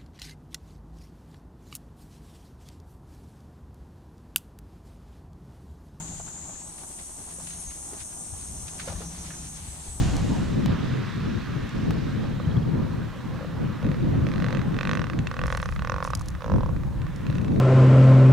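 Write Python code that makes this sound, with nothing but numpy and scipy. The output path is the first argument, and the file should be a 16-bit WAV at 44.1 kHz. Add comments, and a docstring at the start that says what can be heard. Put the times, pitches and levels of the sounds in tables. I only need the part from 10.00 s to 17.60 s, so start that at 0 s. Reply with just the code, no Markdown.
"""A wave drains through the shingle of a beach and a few pebbles knock together.
A young elephant seal clicks its throat while something peeps faintly in the distance.
Then come eight slow, rattling growls, made of single snaps of the larynx that ring the throat;
during the later ones its flipper shifts small stones. Surf washes behind it all the way through,
and wind buffets the microphone."""
import sys
import numpy as np
from scipy import signal
from scipy.fft import rfft, irfft, next_fast_len
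from scipy.io import wavfile
from scipy.ndimage import uniform_filter1d, map_coordinates

SR = 44100
rng = np.random.default_rng(int(sys.argv[2]) if len(sys.argv) > 2 else 0)


def waveform_to_disk(signal):
    """Save audio, clipped to [-1, 1], as 16-bit WAV at the path in sys.argv[1]."""
    frames = np.transpose(np.atleast_2d(signal))
    scaled = np.clip(frames, -1, 1) * 32767
    samples = np.round(scaled).astype(np.int16)
    wavfile.write(sys.argv[1], SR, samples)


N = 335160

# EQ of the wet spatter: freq_hz, gain_db
SPATTER_EQ = [(1500, -39), (2200, 2.5), (2600, 12.5), (2950, -7), (3500, 1.5), (4200, -3.5), (4700, -9),
              (5600, -5.5), (6600, -7.5), (7500, -23), (11000, -39)]
# the seal's pan, right of centre: freq_hz, left_minus_right_db
SEAL_PAN = [(400, -2), (550, -1.5), (850, -5), (2200, -6.5), (3000, -5.5), (6000, -7.5), (10000, -9)]

def seal():
    """Each snap rings the throat, and the wet folds spatter for a few milliseconds around it."""
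    times, db, mouth_hz, bright_db, low_db = larynx(scatter_db=1.6)
    snaps = throat(mouth_hz[:, None], bright_db[:, None], low_db[:, None]) * amp(db + 16)[:, None]
    voice = on_beach(times, snaps, scatter_db=-16, t60_s=.022)
    t = np.arange(SR // 80) / SR
    burst = (t / .0011) ** 2 * np.exp(-t / 0.00097)
    gate = laid(times - .0008, amp(db + bright_db / 2)[:, None] * burst)
    spatter = amp(-7) * gate * rush(SPATTER_EQ, [(1000, 0.61)], patchy_db=3.5)
    return panned(voice + spatter, SEAL_PAN)


# growl cues: start_s, crest_s, end_s, start_rate_hz, crest_rate_hz, end_rate_hz, hold_db, swell_db,
# fade_db, mouth_hz, bright_db, dulling_db_per_s, low_resonance_db
GROWL_CUES = [(3.409, 3.427, 3.455, 56, 52, 49, -29, 4, 3, 1110, -11, 60, 16.5),
              (3.828, 3.891, 3.946, 59, 38, 35, -28.5, 7.5, 5, 1135, 1, 2, 16),
              (4.317, 4.496, 4.621, 46.9, 48.2, 42.9, -25, 8.5, 3.5, 1180, -0.5, 4, 4),
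              (4.7208, 4.944, 5.14, 42.9, 51.8, 25.6, -22, 13.5, 7, 1160, -1.5, 12, 1.5),
              (5.314, 5.4636, 5.766, 35.4, 47.5, 24.5, -22, 3, 8.5, 1160, -4, 2, 2),
              (5.7936, 5.975, 6.139, 34.2, 49.7, 30, -20.5, 4.5, 1, 1118, -11, 40, 1),
              (6.421, 6.454, 6.702, 38, 56.8, 30, -24, 4, 2.5, 1040, -10, 51, 8.5),
              (7.267, 7.31, 7.57, 24.8, 38.3, 22, -34.5, -3.5, 4.5, 1130, 5, 5, 11)]
# lone throat clicks: start_s, level_db, bright_db, low_resonance_db
CLICK_CUES = [(2.4, -30, -24, 10), (2.567, -36, -8, 0), (2.651, -37, -20, 2), (4.268, -28.5, 5, 14),
              (4.288, -34, 5, 7), (5.190, -29, 6.5, -9), (5.271, -26.5, 5.5, -4), (6.211, -31, -23, -19),
              (6.351, -30.5, -3.5, -10), (6.407, -29, -16, -7), (6.764, -35, -1, 6), (6.835, -34.5, -7, 0),
              (7.018, -36, 7, 6), (7.067, -34.5, -4, 3)]

def larynx(scatter_db):
    """Time, level and tone of every snap, alone or in a growl; no two are equally strong."""
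    rest_mouth_hz = 1180
    clicks = [(s, db, rest_mouth_hz, bright_db, low_db) for s, db, bright_db, low_db in CLICK_CUES]
    growls = [growl(*cue) for cue in GROWL_CUES]
    times, db, mouth_hz, bright_db, low_db = np.vstack([clicks] + growls).T
    return times, db + scatter_db * rng.standard_normal(len(times)), mouth_hz, bright_db, low_db


def growl(start, crest, end, start_rate, crest_rate, end_rate,
          hold_db, swell_db, fade_db, mouth_hz, bright_db, dulling, low_db):
    """One push of effort, a row per snap: most growls speed up to a crest, and all slow after it."""
    attack_s, release_s = 0.096, 0.13
    tremor_hz, tremor_db = 9.23, 1.5
    sink_hz_per_db, reopen_hz = 5, 120
    rate = lambda at: np.interp(at, [start, crest, end], [start_rate, crest_rate, end_rate])
    t = np.arange(start, end, 1 / SR)
    count = np.cumsum(rate(t)) / SR
    times = np.interp(np.arange(count[-1]), count, t)  # a snap at each whole count
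    attack = np.interp(times - start, [0, attack_s], [1, 0])
    release = np.interp(end - times, [0, release_s], [1, 0])
    throb_db = -tremor_db * np.cos(2 * np.pi * tremor_hz * (times - crest))
    level_db = hold_db - swell_db * attack - fade_db * release + throb_db
    closing_db = dulling * (times - crest)  # the closing mouth dulls and lowers the tone
    mouth_hz = mouth_hz - sink_hz_per_db * closing_db + reopen_hz * release ** 2
    bright_db = bright_db - closing_db + .25 * throb_db  # a harder snap is sharper
    slack = 1 - rate(times) / rate(t).max()  # slower snaps lose low end
    return np.c_[times, level_db, mouth_hz, bright_db, low_db - 12.5 * slack]


# throat formants, lowest first: centre_hz, width_hz, level_db, db_per_bright_db
FORMANTS = [(510, 224, -0.5, 0.19), (1140, 260, 0.5, 0.023), (1478, 194, 1.5, 0.65), (1810, 405, 0.5, 1),
            (2657, 160, -7.5, 2.2), (3300, 2100, -14.5, 1.6), (4150, 420, -15, 1.9),
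            (4950, 450, -26.5, 0.3), (5560, 690, -25.5, 0.39), (7000, 890, -38.5, 4),
            (8300, 1000, -33, 1.4)]

def throat(mouth_hz, bright_db, low_db):
    """The ring of each snap; as the mouth closes, upper formants fade and middle ones sink."""
    hz = np.fft.rfftfreq(2048, 1 / SR)
    jitter = rng.standard_normal((len(mouth_hz), len(FORMANTS)))
    power = 0
    for k, (centre, width, level_db, tracking) in enumerate(FORMANTS):
        unsteady_db = centre / 2200 * jitter[:, k, None]
        level_db = level_db + tracking * bright_db + unsteady_db + (low_db if k == 0 else 0)
        if k in (1, 2, 3):
            centre = centre * mouth_hz / FORMANTS[1][0]
        resonance = np.abs(centre * width / (centre ** 2 - hz ** 2 + 1j * hz * width))
        power = power + (amp(level_db) * resonance ** 2) ** 2  # two stages for steep skirts
    body_eq = [(100, -7), (380, -22), (500, 3), (750, 3), (1000, -0.5)]
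    rings = struck(np.sqrt(power) * amp(along(body_eq, hz)))
    ground_delay_s = .00086  # the ground bounce cuts shallow notches
    spectra = rfft(rings) * (1 + 0.13 * np.exp(-2j * np.pi * hz * ground_delay_s))
    upper_rms = np.sqrt(np.mean(np.abs(spectra * (hz > 800)) ** 2, axis=1, keepdims=True))
    return irfft(spectra / upper_rms)


# single pebble hits: start_s, level_db, low_knock_db
PEBBLE_HITS = [(0.1667, -26.5, -14), (0.66, -19, 12), (1.693, -35, 4), (1.908, -20, 21), (5.468, -30, -18),
               (5.5721, -27.5, -16), (5.6176, -34, -18), (6.043, -29, -18), (6.050, -35, -18),
               (6.104, -38, -18), (6.1514, -18, -12), (6.1948, -33, -18), (6.285, -25.5, -9),
               (7.1614, -37, -21)]
# the flipper shifting small stones: start_s, end_s, stones_per_s, level_db
FLIPPER_MOVES = [(5.454, 5.763, 240, -49), (6.03, 6.118, 140, -41), (6.169, 6.315, 70, -41),
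                 (7.192, 7.593, 45, -50.5)]
# EQ of a stone's click: freq_hz, gain_db
STONE_EQ = [(500, -30), (2500, -25), (4000, -0.5), (6000, 4), (8000, -3), (10300, -2.5), (12500, -16),
            (16000, -23)]
# treble cut on heavy hits: freq_hz, db_per_knock_db
HEAVY_HIT_CUT = [(6000, 0), (11000, -1.2)]

def pebbles():
    """Stones click together, each in its own colour; small ones tick where the flipper pushes."""
    hits = [np.array(PEBBLE_HITS)]
    for start, end, rate, db in FLIPPER_MOVES:
        count = max(int((end - start) * rate), 1)
        tick_times = rng.uniform(start, end, count)
        hits.append(np.c_[tick_times, db + 4 * rng.standard_normal(count), np.full(count, -20)])
    times, db, knock_db = np.concatenate(hits).T
    hz = np.fft.rfftfreq(1024, 1 / SR)
    colour_db = unit(uniform_filter1d(rng.standard_normal((len(times), len(hz))), size=14, axis=1))
    knock_eq = [(200, -35), (600, 11), (1200, 5.5), (3000, -3), (8000, -21)]
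    knock = amp(knock_db[:, None] + along(knock_eq, hz) + colour_db)
    dull_db = np.maximum(knock_db, 0)[:, None] * along(HEAVY_HIT_CUT, hz)
    clicks = struck(amp(along(STONE_EQ, hz) + dull_db + 2 * colour_db) + knock)
    clicks *= (amp(db + 9.5) / np.linalg.norm(clicks, axis=1))[:, None]
    return on_beach(times, clicks, scatter_db=-3.5, t60_s=0.006) * amp([[-1], [1]])


# gust fader: time_s, level_db
GUST_FADER = [(0.0, -24.0), (0.45, -27.5), (0.72, -25), (0.78, -30), (0.9, -26), (1.11, -34.5),
              (1.26, -27.5), (1.44, -35.5), (1.65, -29), (1.71, -43), (1.77, -26), (2.4, -29), (2.58, -24),
              (3.06, -31), (3.12, -40), (3.36, -30.0), (3.42, -37.5), (3.63, -26.5), (3.81, -35),
              (3.87, -23), (3.96, -29.5), (4.08, -21.5), (5.13, -31.5), (5.19, -24), (5.34, -37.5),
              (5.43, -30.0), (5.61, -37.5), (5.79, -32.0), (6.36, -35.5), (6.42, -44), (6.45, -35.5),
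              (6.54, -24.5), (6.69, -28.0), (7.23, -33.0), (7.29, -26), (7.59, -22)]
# low and high layers, riding on the gust fader: time_s, rumble_db, flutter_db
GUST_TRIMS = [(0.0, -1, -6), (0.78, -10, -1.0), (0.9, -17, -3), (1.32, -7.5, -3.0), (2.82, -14, -5.0),
              (3.12, -6, -4.5), (3.3, -11.5, -5.5), (5.19, -9, -4), (5.55, 6, -12.5), (6.0, -3, -15.5),
              (6.36, 3, -19), (6.45, 0.5, -5), (6.96, 0, -12), (7.59, -13, -3)]
# EQs of the low, middle and high wind layers: freq_hz, gain_db
RUMBLE_EQ = [(15, -26), (28, -6), (42, -4), (68, 1.5), (90, -6.5), (150, -21), (400, -101)]
BUFFET_EQ = [(50, -31), (80, -7), (115, 0), (150, -0.5), (185, -4.5), (230, -19.5), (320, -15), (800, -89)]
FLUTTER_EQ = [(130, -16), (190, -2), (225, -1.5), (290, -7.5), (380, -12.5), (520, -18), (750, -26),
              (1500, -41), (5000, -76)]
# single eddies hitting the microphone: centre_s, pitch_hz, level_db
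THUMP_CUES = [(0.704, 106, -15.5), (2.478, 129, -12), (2.578, 136, -10.5), (6.551, 118, -10)]
# the wind's stereo image: freq_hz, correlation
WIND_IMAGE = [(30, 0.71), (70, 0.41), (130, 0.63), (290, -0.24), (600, -0.48)]
# the wind's pan: freq_hz, left_minus_right_db
WIND_PAN = [(30, -16), (80, 3), (150, 3), (300, 0)]

def wind():
    """Large and small eddies buffet the microphone's two ports; a few strike as single thumps."""
    gust_db = curves(GUST_FADER)[0] + 0.87 * wobble(18)
    rumble_db, flutter_db = gust_db + np.array(curves(GUST_TRIMS))
    lumps = 1.83 * np.array([wobble(40), wobble(40)])  # each side flickers on its own
    rumble = evened(rush(RUMBLE_EQ, WIND_IMAGE, patchy_db=-1), seconds=0.077)
    rumble *= amp(rumble_db - 0.86)
    buffet = evened(rush(BUFFET_EQ, WIND_IMAGE, patchy_db=1.56), seconds=.07)
    buffet *= amp(gust_db - 1.65 + 0.95 * lumps)
    flutter = amp(flutter_db - 1.7 + 1.08 * lumps) * rush(FLUTTER_EQ, WIND_IMAGE, patchy_db=1.3)
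    thumps = 0
    for centre_s, hz, db in THUMP_CUES:
        cycles = (np.arange(N) / SR - centre_s) * hz
        thumps += amp(db) * np.exp(-(cycles / 0.66) ** 2) * np.sin(2 * np.pi * cycles)
    return panned(rumble + buffet + flutter + thumps, WIND_PAN)


# surf faders, moving as small waves arrive: time_s, roar_db, wash_db, foam_db
SURF_FADERS = [(0, -44, -46.5, -59), (.42, -46.5, -46.5, -51.5), (.85, -53, -42, -48.5),
               (1.52, -57, -43, -51), (2.05, -51, -45.5, -50.5), (2.65, -49.5, -48.5, -55.5),
               (3.85, -47, -46.5, -57), (4.38, -44.5, -46, -54.5), (5.3, -49.5, -49, -59),
               (5.9, -51, -51, -61), (6.9, -48.5, -54.5, -63.5), (7.25, -50, -48.5, -59.5),
               (7.6, -50.5, -52.5, -57.5)]
# fade of the draining wave: time_s, level_db
DRAIN_FADER = [(0, -36.5), (.18, -42), (.35, -44.5), (.5, -50.5), (.65, -59), (.8, -110)]
# EQs of the low, middle and high surf and of the draining shingle: freq_hz, gain_db
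ROAR_EQ = [(250, -4), (420, -7.5), (520, 3.5), (640, -5.5), (820, -2.5), (1050, -2), (1400, -8),
           (3000, -40)]
WASH_EQ = [(600, -10), (850, -5.5), (1100, 2.5), (1350, 1), (1650, 1.5), (1900, -1), (2150, -5.5),
           (2600, -7.5), (3500, -13.5), (7000, -62)]
FOAM_EQ = [(1500, -4), (2400, 2), (3100, 1), (3900, 3.5), (4700, -2.5), (5800, -6), (7500, -14.5),
           (10000, -26), (15000, -46)]
SHINGLE_EQ = [(300, -3), (700, 11), (1300, -0.5), (3000, 3), (5000, -1.5), (6900, 1), (8500, -4.5),
              (10500, -11), (13000, -27), (16000, -42)]
# the sea's stereo image: freq_hz, correlation
SEA_IMAGE = [(300, 0.26), (640, 1), (1300, 0.88), (3100, 0.71), (7000, 0.61), (15000, .75)]
# pan of the surf and the peeps: freq_hz, left_minus_right_db
DISTANT_PAN = [(400, 4.5), (700, -2.5), (1300, -2), (2400, -3.5), (4400, -4), (8000, -13), (15000, 1)]

def sea():
    """A bed of small waves roars, washes and foams; one larger wave drains through the shingle."""
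    roar_db, wash_db, foam_db = curves(SURF_FADERS)
    roar = amp(roar_db + 0.5) * rush(ROAR_EQ, SEA_IMAGE, patchy_db=3.5)
    wash = amp(wash_db + 0.68 * wobble(8.7)) * rush(WASH_EQ, SEA_IMAGE, patchy_db=1.17)
    foam = amp(foam_db + 1 + 0.12 * wobble(6.7)) * rush(FOAM_EQ, SEA_IMAGE, patchy_db=1.25)
    drain = amp(curves(DRAIN_FADER)[0]) * rush(SHINGLE_EQ, SEA_IMAGE, patchy_db=0.3)
    return panned(roar + wash + foam, DISTANT_PAN) + drain


# faint peeps: centre_s, pitch_hz, level_db
PEEP_CUES = [(2.454, 3120, -42), (2.515, 3280, -44), (2.570, 3300, -41), (2.630, 3240, -47)]

def peeps():
    """Soft, short whistles far away."""
    t = np.arange(N) / SR
    whistles = sum(amp(db) * np.exp(-((t - s) / 0.0031) ** 2) * np.sin(2 * np.pi * hz * t)
                   for s, hz, db in PEEP_CUES)
    return panned(whistles, DISTANT_PAN)


def on_beach(times, shapes, scatter_db, t60_s):
    """One-shots in stereo, each with its own brief tail scattered by the stones around."""
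    t = np.arange(SR // 20) / SR
    fade_in = 1 - np.exp(-(t / 0.0058) ** 2)
    tails = rng.standard_normal((2, len(times), len(t))) * amp(-60 * t / t60_s) * fade_in
    tails = tails + 1.9 * tails.mean(axis=0)  # the close ports hear much the same scatter
    tails *= amp(scatter_db) / np.linalg.norm(tails, axis=2, keepdims=True)
    tails[..., 0] = 1  # direct sound
    return np.array([laid(times, signal.fftconvolve(shapes, tail, axes=1)) for tail in tails])


def laid(times, shapes):
    """One-shots, one a row, mixed in at their times."""
    index = np.round(np.abs(times) * SR).astype(int)[:, None] + np.arange(shapes.shape[1])
    return np.bincount(index.ravel(), shapes.ravel(), N)[:N]


def struck(gain):
    """Minimum-phase impulse responses with the given magnitudes, one a row."""
    cepstrum = irfft(np.log(np.maximum(gain, 1e-6)))
    half = cepstrum.shape[-1] // 2
    causal_fold = np.r_[1, np.full(half - 1, 2), 1, np.zeros(half - 1)]
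    return irfft(np.exp(rfft(cepstrum * causal_fold)))


def rush(eq, image, patchy_db):
    """Stereo noise, its mid at rms 1, with patches of random gain in time and frequency."""
    spectra = signal.stft(rng.standard_normal((2, N)), nperseg=512)[2]
    patches = uniform_filter1d(rng.standard_normal(spectra.shape[1:]), size=6, axis=0)
    patches = unit(uniform_filter1d(patches, size=14, axis=1))
    pair = signal.istft(spectra * amp(patchy_db * patches), nperseg=512)[1][:, :N]
    def mid_side_gains(hz):
        width = np.arccos(np.clip(along(image, hz), -1, 1)) / 2
        return amp(along(eq, hz)) * [np.cos(width), np.sin(width)]
    mid, side = filtered(pair, mid_side_gains)
    return np.array([mid + side, mid - side]) / np.std(mid)


def evened(x, seconds):
    """Noise compressed to near constant power, ready to take a gust's shape."""
    power = uniform_filter1d(np.mean(x ** 2, axis=0) / np.mean(x ** 2), size=int(seconds * SR))
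    return x / np.sqrt(.8 * np.abs(power) + .2)


def panned(x, pan):
    """x shared between left and right, frequency by frequency."""
    def gains(hz):
        ratio = amp(along(pan, hz))
        return 2 * np.array([ratio, np.ones_like(ratio)]) / (1 + ratio)
    return filtered(x, gains)


def filtered(x, response):
    """x through a frequency response."""
    size = next_fast_len(N + SR // 2)
    return irfft(rfft(x, size) * response(np.fft.rfftfreq(size, 1 / SR)), size)[..., :N]


def wobble(rate_hz):
    """A smooth random modulator."""
    knots = rng.standard_normal(int(N * rate_hz / SR) + 4)
    return map_coordinates(knots, [np.arange(N) * rate_hz / SR])


def curves(rows):
    """Fader points to one curve per column after the time."""
    times, *faders = np.transpose(rows)
    return [np.interp(np.arange(N) / SR, times, fader) for fader in faders]


def along(points, hz):
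    """Breakpoints read on a log frequency axis."""
    freqs, values = np.transpose(points)
    return np.interp(np.log(hz + 1), np.log(freqs + 1), values)


def unit(x):
    """x at rms 1."""
    return x / np.sqrt(np.mean(x ** 2) + 1e-20)


def amp(db):
    """Decibels to gain."""
    return 10 ** (np.asarray(db) / 20)


def scene():
    """The seal and its stones, in front of the sea, in the wind."""
    return seal() + pebbles() + peeps() + sea() + wind()


# EQ of the microphone's hiss: freq_hz, gain_db
HISS_EQ = [(2000, -28), (6000, 6), (10000, 0.5), (16000, -3)]

def record(dry):
    """The microphone adds a faint hiss and keeps nothing above its band limit."""
    top_hz = 15850
    hiss = amp(-65) * rush(HISS_EQ, [(1000, 0.71)], patchy_db=1)
    return filtered(dry + hiss, lambda hz: hz < top_hz)


dry = scene()
out = record(dry)
waveform_to_disk(out)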